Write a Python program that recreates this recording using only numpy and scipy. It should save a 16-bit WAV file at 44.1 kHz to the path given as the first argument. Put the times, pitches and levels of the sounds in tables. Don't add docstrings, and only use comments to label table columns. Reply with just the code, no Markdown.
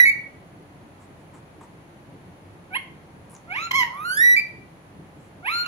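import sys
import numpy as np
from scipy import signal
from scipy.fft import rfft, irfft
from scipy.io import wavfile

SR = 44100
rng = np.random.default_rng(int(sys.argv[2]) if len(sys.argv) > 2 else 0)


def store_wav(level_fs):
    pcm = np.round(np.clip(np.atleast_2d(level_fs), -1, 1) * 32767)
    wavfile.write(sys.argv[1], SR, pcm.T.astype(np.int16))


N = 250047
BAND_LIMIT_HZ = 15750


def gain_of(db):
    return 10 ** (np.asarray(db) / 20)


def unit_rms(x):
    return x / np.sqrt(np.mean(x ** 2) + 1e-20)


def log_interp(points, hz):
    f, value = np.transpose(points)
    return np.interp(np.log(hz + 1), np.log(f + 1), value)


def ramp(x, zero, one):
    return np.clip((x - zero) / (one - zero), 0, 1)


def trace(points):
    times, *columns = np.transpose(points)
    t = np.arange(times[0], times[-1], 1 / SR)
    return t, *(np.interp(t, times, column) for column in columns)


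def add(mix, start_s, sound):
    part = mix[max(round(start_s * SR), 0):][:len(sound)]
    part += sound[:len(part)]


def noise(spectrum, size):
    shape = gain_of(log_interp(spectrum, np.fft.rfftfreq(size, 1 / SR)))
    return unit_rms(irfft(rfft(rng.standard_normal(size)) * shape, size))


def flutter(rate_hz, size):
    hz = np.fft.rfftfreq(size, 1 / SR)
    return unit_rms(irfft(rfft(rng.standard_normal(size)) * hz / (1 + (hz / rate_hz) ** 4), size))


# (frequency [Hz], left-right correlation [-1..1])
AIR_CORRELATION = [(60, 0.92), (130, 0.91), (270, 0.91), (570, 0.59), (1210, -0.11), (2580, -0.075),
                   (5460, -0.01), (11600, -0.099)]
def air(spectrum, level_db):
    hz = np.fft.rfftfreq(N, 1 / SR)
    correlation = log_interp(AIR_CORRELATION, hz)
    shape = gain_of(log_interp(spectrum, hz)) * np.sqrt([1 + correlation, 1 - correlation])
    mid, side = irfft(rfft(rng.standard_normal((2, N))) * shape, N)
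    return gain_of(level_db) * np.array([mid + side, mid - side]) / mid.std()


# (frequency [Hz], relative density [dB])
RUMBLE_SPECTRUM = [(42, -55), (72, -7), (96, -0.5), (113, -4.5), (156, 0), (247, -8), (291, -3.5),
                   (319, -6), (339, -5), (372, -9), (450, -11), (580, -22), (990, -120)]
HISS_SPECTRUM = [(320, -21), (550, 0), (610, -1.5), (864, -2.5), (1310, -8.5), (1430, -9.5), (1830, -10.5),
                 (2160, -11.5), (3920, -22), (4290, -21.5), (5200, -28), (6560, -25.5), (8170, -32.5),
                 (10300, -26.5), (12000, -34), (15700, -67), (22000, -120)]
FIZZ_SPECTRUM = [(6000, -44), (8500, -30.5), (9700, -12), (10400, -3), (11000, -11), (12000, -20.5),
                 (15500, -16.5)]
def room_tone(sway_db=1.55, sway_hz=4.4, hum_hz=50, hum_db=-67.5):
    rumble = air(RUMBLE_SPECTRUM, level_db=-49) * gain_of(sway_db * flutter(sway_hz, N))
    hiss = air(HISS_SPECTRUM, level_db=-55)
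    fizz = air(FIZZ_SPECTRUM, level_db=-74.5)
    hum = gain_of(hum_db) * np.sqrt(2) * np.sin(2 * np.pi * hum_hz * np.arange(N) / SR)
    return rumble + hiss + fizz + hum


# (delay [s], left [dB], right [dB])
WALL_ECHOES = [(.0062, -30, -9), (.0135, -14, -12.5), (.0205, -31.5, -12.5), (.0345, -15.5, -43.5)]
# (frequency [Hz], T60 [s])
ROOM_DECAY = [(300, 0.66), (1000, 0.47), (2200, 0.43), (4500, 0.43), (7000, .36), (11000, 0.35),
              (16000, .2)]
def reverb(x, tail_db=-10.5, treble_db_per_octave=-0.5, build_s=0.018):
    taps = rng.choice([-1., 1.], (2, SR)) * (rng.random((2, SR)) < .1)
    hz, t, spectra = signal.stft(taps, SR, nperseg=256)
    tilt_db = treble_db_per_octave * np.log2(np.maximum(hz / 2500, 1))[:, None]
    decay_db = -60 * t / log_interp(ROOM_DECAY, hz)[:, None]
    response = signal.istft(spectra * gain_of(tilt_db + decay_db), SR, nperseg=256)[1][:, :SR]
    response *= 1 - np.exp(-(np.arange(SR) / SR / build_s) ** 2)
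    midband_gain = np.sqrt(np.mean(abs(rfft(response)[:, 1000:3000]) ** 2))
    response *= gain_of(tail_db) / midband_gain
    for delay_s, *sides_db in WALL_ECHOES:
        response[[0, 1], int(delay_s * SR) + rng.integers(0, 24, 2)] += gain_of(sides_db)
    return signal.fftconvolve(x[None], response, axes=1)[:, :N]


# (centre [s], half length [s], swish [dB], body [dB])
FEATHER_RUSTLES = [(1.027, 0.05, -65.5, -57), (1.211, 0.038, -74, -70), (1.352, 0.026, -62.5, -50),
                   (1.379, 0.027, -65.5, -59), (1.614, 0.0098, -62.5, -46), (1.636, .03, -62.5, -51),
                   (3.346, 0.066, -66, -54.5), (5.235, 0.092, -70.5, -67)]
# (frequency [Hz], relative level [dB])
SWISH_SPECTRUM = [(3000, -24), (5500, -13), (7500, -3), (10500, -13), (15000, -29)]
BODY_SPECTRUM = [(400, -25), (950, 5), (1600, -8), (4000, -25), (8000, -53)]
def feathers():
    out = np.zeros(N)
    for centre_s, half_s, swish_db, body_db in FEATHER_RUSTLES:
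        size = int(2 * half_s * SR)
        swish = gain_of(swish_db) * noise(SWISH_SPECTRUM, size)
        body = gain_of(body_db) * noise(BODY_SPECTRUM, size)
        add(out, centre_s - half_s, np.hanning(size) * (swish + body))
    return out


# (time [s], level [dB], centre [Hz])
BEAK_CLICKS = [(3.309, -54, 9800), (3.317, -50, 10300), (3.341, -49, 9400), (3.351, -45.5, 6600),
               (3.365, -49, 6100)]
def beak(ring_s=0.0014, spread=0.12, tick_count=10, tick_db=-57, tick_hz=9800):
    out, t = np.zeros(N), np.arange(512) / SR
    envelope = t / ring_s * np.exp(1 - t / ring_s)
    ticks = [(time_s, tick_db, tick_hz) for time_s in rng.uniform(3.29, 3.352, tick_count)]
    # (log-frequency offset [spreads], relative level [dB])
    band = [(-14, -50), (-2, -26), (0.5, -9), (0, 3), (0, -14), (2, -34), (7, -50)]
    for time_s, level_db, centre_hz in BEAK_CLICKS + ticks:
        spectrum = [(centre_hz * np.exp(offset * spread), db) for offset, db in band]
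        add(out, time_s - ring_s, gain_of(level_db) * noise(spectrum, len(t)) * envelope)
    return out


# (frequency [Hz], gain [dB])
THROAT_RESPONSE = [(600, 0.5), (1000, 0), (1600, 1), (2200, 10), (3000, 2), (3600, -10.5), (4300, -6),
                   (5200, -9), (6800, -4.5), (8400, -15.5), (9600, -5), (11300, 4.5), (12200, -2),
                   (13000, -19.5), (15500, -22)]
# (frequency [Hz], relative level [dB])
RASP_SPECTRUM = [(600, -36), (1500, -18), (2200, 0), (2800, -2), (3500, -22), (5500, -38), (8500, -48),
                 (10500, -26), (12000, -33), (13500, -54), (15500, -62)]
def syrinx(t, pitch_hz, effort_db, even_db, bright_db, rough, register, *, jitter, shimmer, rasp_db,
           notch_db, top_db, notch_hz=5800, top_hz=10300, quiver_hz=260, waver=0.0091, waver_hz=45,
           uneven_db=4, edge_s=0.0012):
    size, rough = len(t), np.clip(rough, 0, 1)
    wobble = jitter * rough * flutter(quiver_hz, size)
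    wobble += waver * np.sqrt(rough) * flutter(waver_hz, size)
    phase = 2 * np.pi * np.cumsum(pitch_hz * (1 + wobble)) / SR
    shake = np.exp(shimmer * rough * flutter(quiver_hz, size))
    k = np.arange(1, 19)[:, None]
    source_db = log_interp(register, k) + even_db * (k % 2 == 0) / np.sqrt(k / 2) + bright_db * (k > 2)
    hoarse_db = uneven_db * np.sqrt(rough * np.log(k)) * np.array([flutter(waver_hz, size) for _ in k])
    hz = k * pitch_hz
    throat_db = log_interp(THROAT_RESPONSE, hz) + notch_db * np.exp(-((hz - notch_hz) / 1200) ** 2)
    throat_db += top_db * np.exp(-((hz - top_hz) / 1400) ** 2)
    amplitudes = gain_of(source_db + hoarse_db + throat_db) * (hz < BAND_LIMIT_HZ)
    tone = np.sqrt(2) * (amplitudes * np.cos(k * phase)).sum(0)
    puffs = unit_rms(1 + .5 * np.cos(phase))
    rasp = gain_of(rasp_db) * rough * noise(RASP_SPECTRUM, size) * puffs
    envelope = gain_of(effort_db) * signal.windows.tukey(size, 2 * edge_s * SR / size)
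    out = np.zeros(N)
    add(out, t[0], envelope * (tone * shake + rasp))
    return out


# (harmonic [number], level [dB])
CHIRP_REGISTER = [(1, 0), (2, -1), (3, 2), (4, -8.5), (5, -12.5), (6, -16), (7, -43), (8, -29.5),
                  (10, -21.5), (13, -33), (15, -28.5), (18, -42)]
# (start [s], end [s], steepest point [s], sweep time [s], low [Hz], top [Hz],
# effort [dB], brightness [dB], roughness [0..1], rasp [dB], beak notch [dB], top resonance [dB])
RISING_CHIRPS = [(2.705, 2.776, 2.752, .011, 729, 1107, -32, 2.5, .42, -8, -32, 11),
                 (3.472, 3.689, 3.563, .046, 630.4, 1402, -34.5, -1.5, 0.48, 0.5, 5.5, -0.5),
                 (5.426, 5.658, 5.479, .038, 606.4, 1437, -30.5, 0, 0.36, 2.5, -11, 11)]
def chirps(attack_s=0.039, release_share=0.15, swell_db=8, fade_db=-15.5, dull_db=-27, droop=.05,
           hollow_hz=1330, reedy_hz=1200):
    out = np.zeros(N)
    for (start_s, end_s, steepest_s, sweep_s, low_hz, high_hz,
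         effort_db, bright_db, rough, rasp_db, notch_db, top_db) in RISING_CHIRPS:
        t = np.arange(start_s, end_s, 1 / SR)
        climb = (1 + np.sin(np.arctan((t - steepest_s) / sweep_s))) / 2
        sweeping = 1 - (2 * climb - 1) ** 2
        pitch_hz = low_hz + (high_hz - low_hz) * climb
        opening = ramp(t - start_s, attack_s, 0)
        closing = ramp(t, end_s - release_share * (end_s - start_s), end_s)
        hollow = (1 + np.tanh((pitch_hz - hollow_hz) / 84)) / 2
        reedy = np.exp(-((pitch_hz - reedy_hz) / 160) ** 2)
        effort_db += swell_db * (climb - 1) + 1.5 * hollow + fade_db * (opening + closing ** 3)
        even_db = 1.6 - 0.5 * reedy - 22 * hollow * (1 - closing ** 3)
        bright_db += 7.5 * hollow - 6 * reedy - sweeping + dull_db * (opening + closing * hollow)
        rough *= 0.36 * (1 - hollow) + 0.64 * np.sqrt(2 * sweeping * climb) + 0.8 * closing ** 2
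        pitch_hz *= 1 - droop * closing ** 4
        out += syrinx(t, pitch_hz, effort_db, even_db, bright_db, rough, CHIRP_REGISTER,
                      jitter=.018, shimmer=.28, rasp_db=rasp_db, notch_db=notch_db, notch_hz=6260,
                      top_db=top_db, waver=0.0032, uneven_db=2.5)
    return out


# (harmonic [number], level [dB])
SQUAWK_REGISTER = [(1, 0.5), (2, -3), (3, -2.5), (4, -9.5), (5, -8.5), (6, -14), (7, -15), (9, -23),
                   (11, -24), (14, -7), (18, -30)]
# (time [s], pitch [Hz], effort [dB])
SQUAWK_CONTOUR = [(3.731, 993, -32.5), (3.747, 1024, -28), (3.757, 1098, -26.5), (3.772, 1109, -28),
                  (3.797, 1033, -25.5), (3.832, 963, -27), (3.852, 962, -40.5), (3.885, 927, -42)]
def squawk(slack_hz=930, taut_hz=1030, even_db=0.4):
    t, pitch_hz, effort_db = trace(SQUAWK_CONTOUR)
    taut = ramp(pitch_hz, slack_hz, taut_hz)
    bright_db = -17 + 18 * taut
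    rough = 0.62 - 0.52 * taut ** 2
    return syrinx(t, pitch_hz, effort_db, even_db, bright_db, rough, SQUAWK_REGISTER,
                  jitter=0.023, shimmer=0.12, rasp_db=-8.5, notch_db=5.5, top_db=-5)


def burst_gesture(start_s, length_s, from_hz, to_hz, effort_db, even_db, bright_db,
                  rough_ends, rough_middle, attack_s, release_s, edge_db=-20):
    t = np.arange(0, length_s, 1 / SR)
    progress = t / length_s
    edges = ramp(t, attack_s, 0) + ramp(t, length_s - release_s, length_s)
    pitch_hz = from_hz + (to_hz - from_hz) * progress ** 2
    rough = rough_ends + (rough_middle - rough_ends) * np.sin(np.pi * progress)
    return start_s + t, pitch_hz, effort_db + edge_db * edges, even_db, bright_db, rough


# (start [s], length [s], from [Hz], to [Hz], effort [dB], even harmonics [dB], brightness [dB])
BARK_NOTES = [(3.709, .014, 1066, 995, -29.5, 0, 6.5), (5.656, 0.018, 1400, 1330, -35.5, -4, -3)]
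def barks():
    out = np.zeros(N)
    for note in BARK_NOTES:
        gesture = burst_gesture(*note, rough_ends=.63, rough_middle=.95, attack_s=.0025, release_s=.0044)
        out += syrinx(*gesture, SQUAWK_REGISTER, jitter=0.039, shimmer=.12, rasp_db=-8,
                      notch_db=-2, top_db=-13)
    return out


# (start [s], length [s], from [Hz], to [Hz], effort [dB], even harmonics [dB], brightness [dB])
CRACK_NOTES = [(0.051, .057, 2201, 2277, -22, 0.5, -5.5), (4.361, .043, 2299, 2436, -24.5, 8, -6.5)]
def cracks():
    out = np.zeros(N)
    for note in CRACK_NOTES:
        gesture = burst_gesture(*note, rough_ends=.48, rough_middle=.45, attack_s=.0045, release_s=.005)
        out += syrinx(*gesture, WHISTLE_REGISTER, jitter=.026, shimmer=0.032, rasp_db=-39,
                      notch_db=-5, notch_hz=6800, top_db=0.5, quiver_hz=190)
    return out


def whistle_gesture(contour, loose_hz=1040, tight_hz=1420, hollow_hz=1400, shrill_hz=1600,
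                    full_hz=1700, held_hz=1950, release_s=0.025):
    t, pitch_hz, effort_db = trace(contour)
    tight = ramp(pitch_hz, loose_hz, tight_hz)
    shrill = np.exp(-((pitch_hz - shrill_hz) / 140) ** 2)
    fade_db = -13 * ramp(t, t[-1] - release_s, t[-1])
    even_db = -11 + 15 * ramp(pitch_hz, hollow_hz, full_hz) + fade_db
    bright_db = -15 + 12 * tight + 11 * shrill + fade_db
    rough = (1 - 0.85 * tight) * (1 - 0.36 * ramp(pitch_hz, full_hz, held_hz) ** 4)
    return t, pitch_hz, effort_db, even_db, bright_db, rough


# (harmonic [number], level [dB])
WHISTLE_REGISTER = [(1, -1), (2, -13), (3, -10.5), (4, -21), (5, -21.5), (6, -21), (7, -23), (8, -25.5),
                    (10, -19), (14, -38), (18, -69)]
# (time [s], pitch [Hz], effort [dB])
HELD_END_CONTOUR = [(0, 1968, -11.5), (.022, 1970, -21), (.046, 1912, -16), (.057, 1987, -26.5)]
SLIDE_CONTOUR = [(3.885, 912, -43.5), (3.96, 1110, -36), (4.04, 1285, -32.5), (4.057, 1402, -28.5),
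                 (4.11, 1475, -24), (4.167, 1655, -35), (4.173, 1697, -23), (4.238, 1941, -18.5),
                 (4.295, 1952, -19.5), (4.338, 1949, -20), (4.361, 2062, -32)]
def whistles():
    squeak = syrinx(*whistle_gesture(HELD_END_CONTOUR), WHISTLE_REGISTER, jitter=.008, shimmer=0.045,
                    rasp_db=-30.5, notch_db=-7.5, notch_hz=7840, top_db=7, waver=0.0018)
    slide = syrinx(*whistle_gesture(SLIDE_CONTOUR), WHISTLE_REGISTER, jitter=0.03, shimmer=0.22,
                   rasp_db=-38, notch_db=0.5, top_db=2, waver=0.0048)
    return squeak + slide


# (frequency [Hz], left lead [rad])
MIC_LEAD = [(0, 0), (950, 0.76), (1400, 1.48), (1950, 3.5), (2400, 5), (3100, 4), (4300, 9), (6000, 13),
            (9500, 17), (11500, 20.5), (16000, 27.5)]
# (frequency [Hz], left minus right [dB])
MIC_BALANCE = [(600, -0.5), (1100, -4), (1950, -7), (2800, -1), (3600, 5), (4300, 8), (5800, -2.5),
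               (7200, 2.5), (10000, 2.5), (11700, 8.5)]
def microphones(x):
    hz = np.fft.rfftfreq(2 * N, 1 / SR)
    lead_rad = np.interp(hz, *np.transpose(MIC_LEAD))
    left = gain_of(log_interp(MIC_BALANCE, hz) / 2) * np.exp(.5j * lead_rad)
    return irfft(rfft(x, 2 * N) * np.array([left, 1 / left]))[:, :N]


def scene():
    voice = chirps() + squawk() + whistles() + cracks() + barks()
    fidgets = beak() + feathers()
    slightly_left = gain_of([[1], [-1]])
    return room_tone() + reverb(voice + fidgets) + fidgets * slightly_left + microphones(voice)


def record(dry):
    lowpass = signal.firwin(511, BAND_LIMIT_HZ, window=("kaiser", 9), fs=SR)
    return signal.oaconvolve(dry, lowpass[None], "same")


dry = scene()
out = record(dry)
store_wav(out)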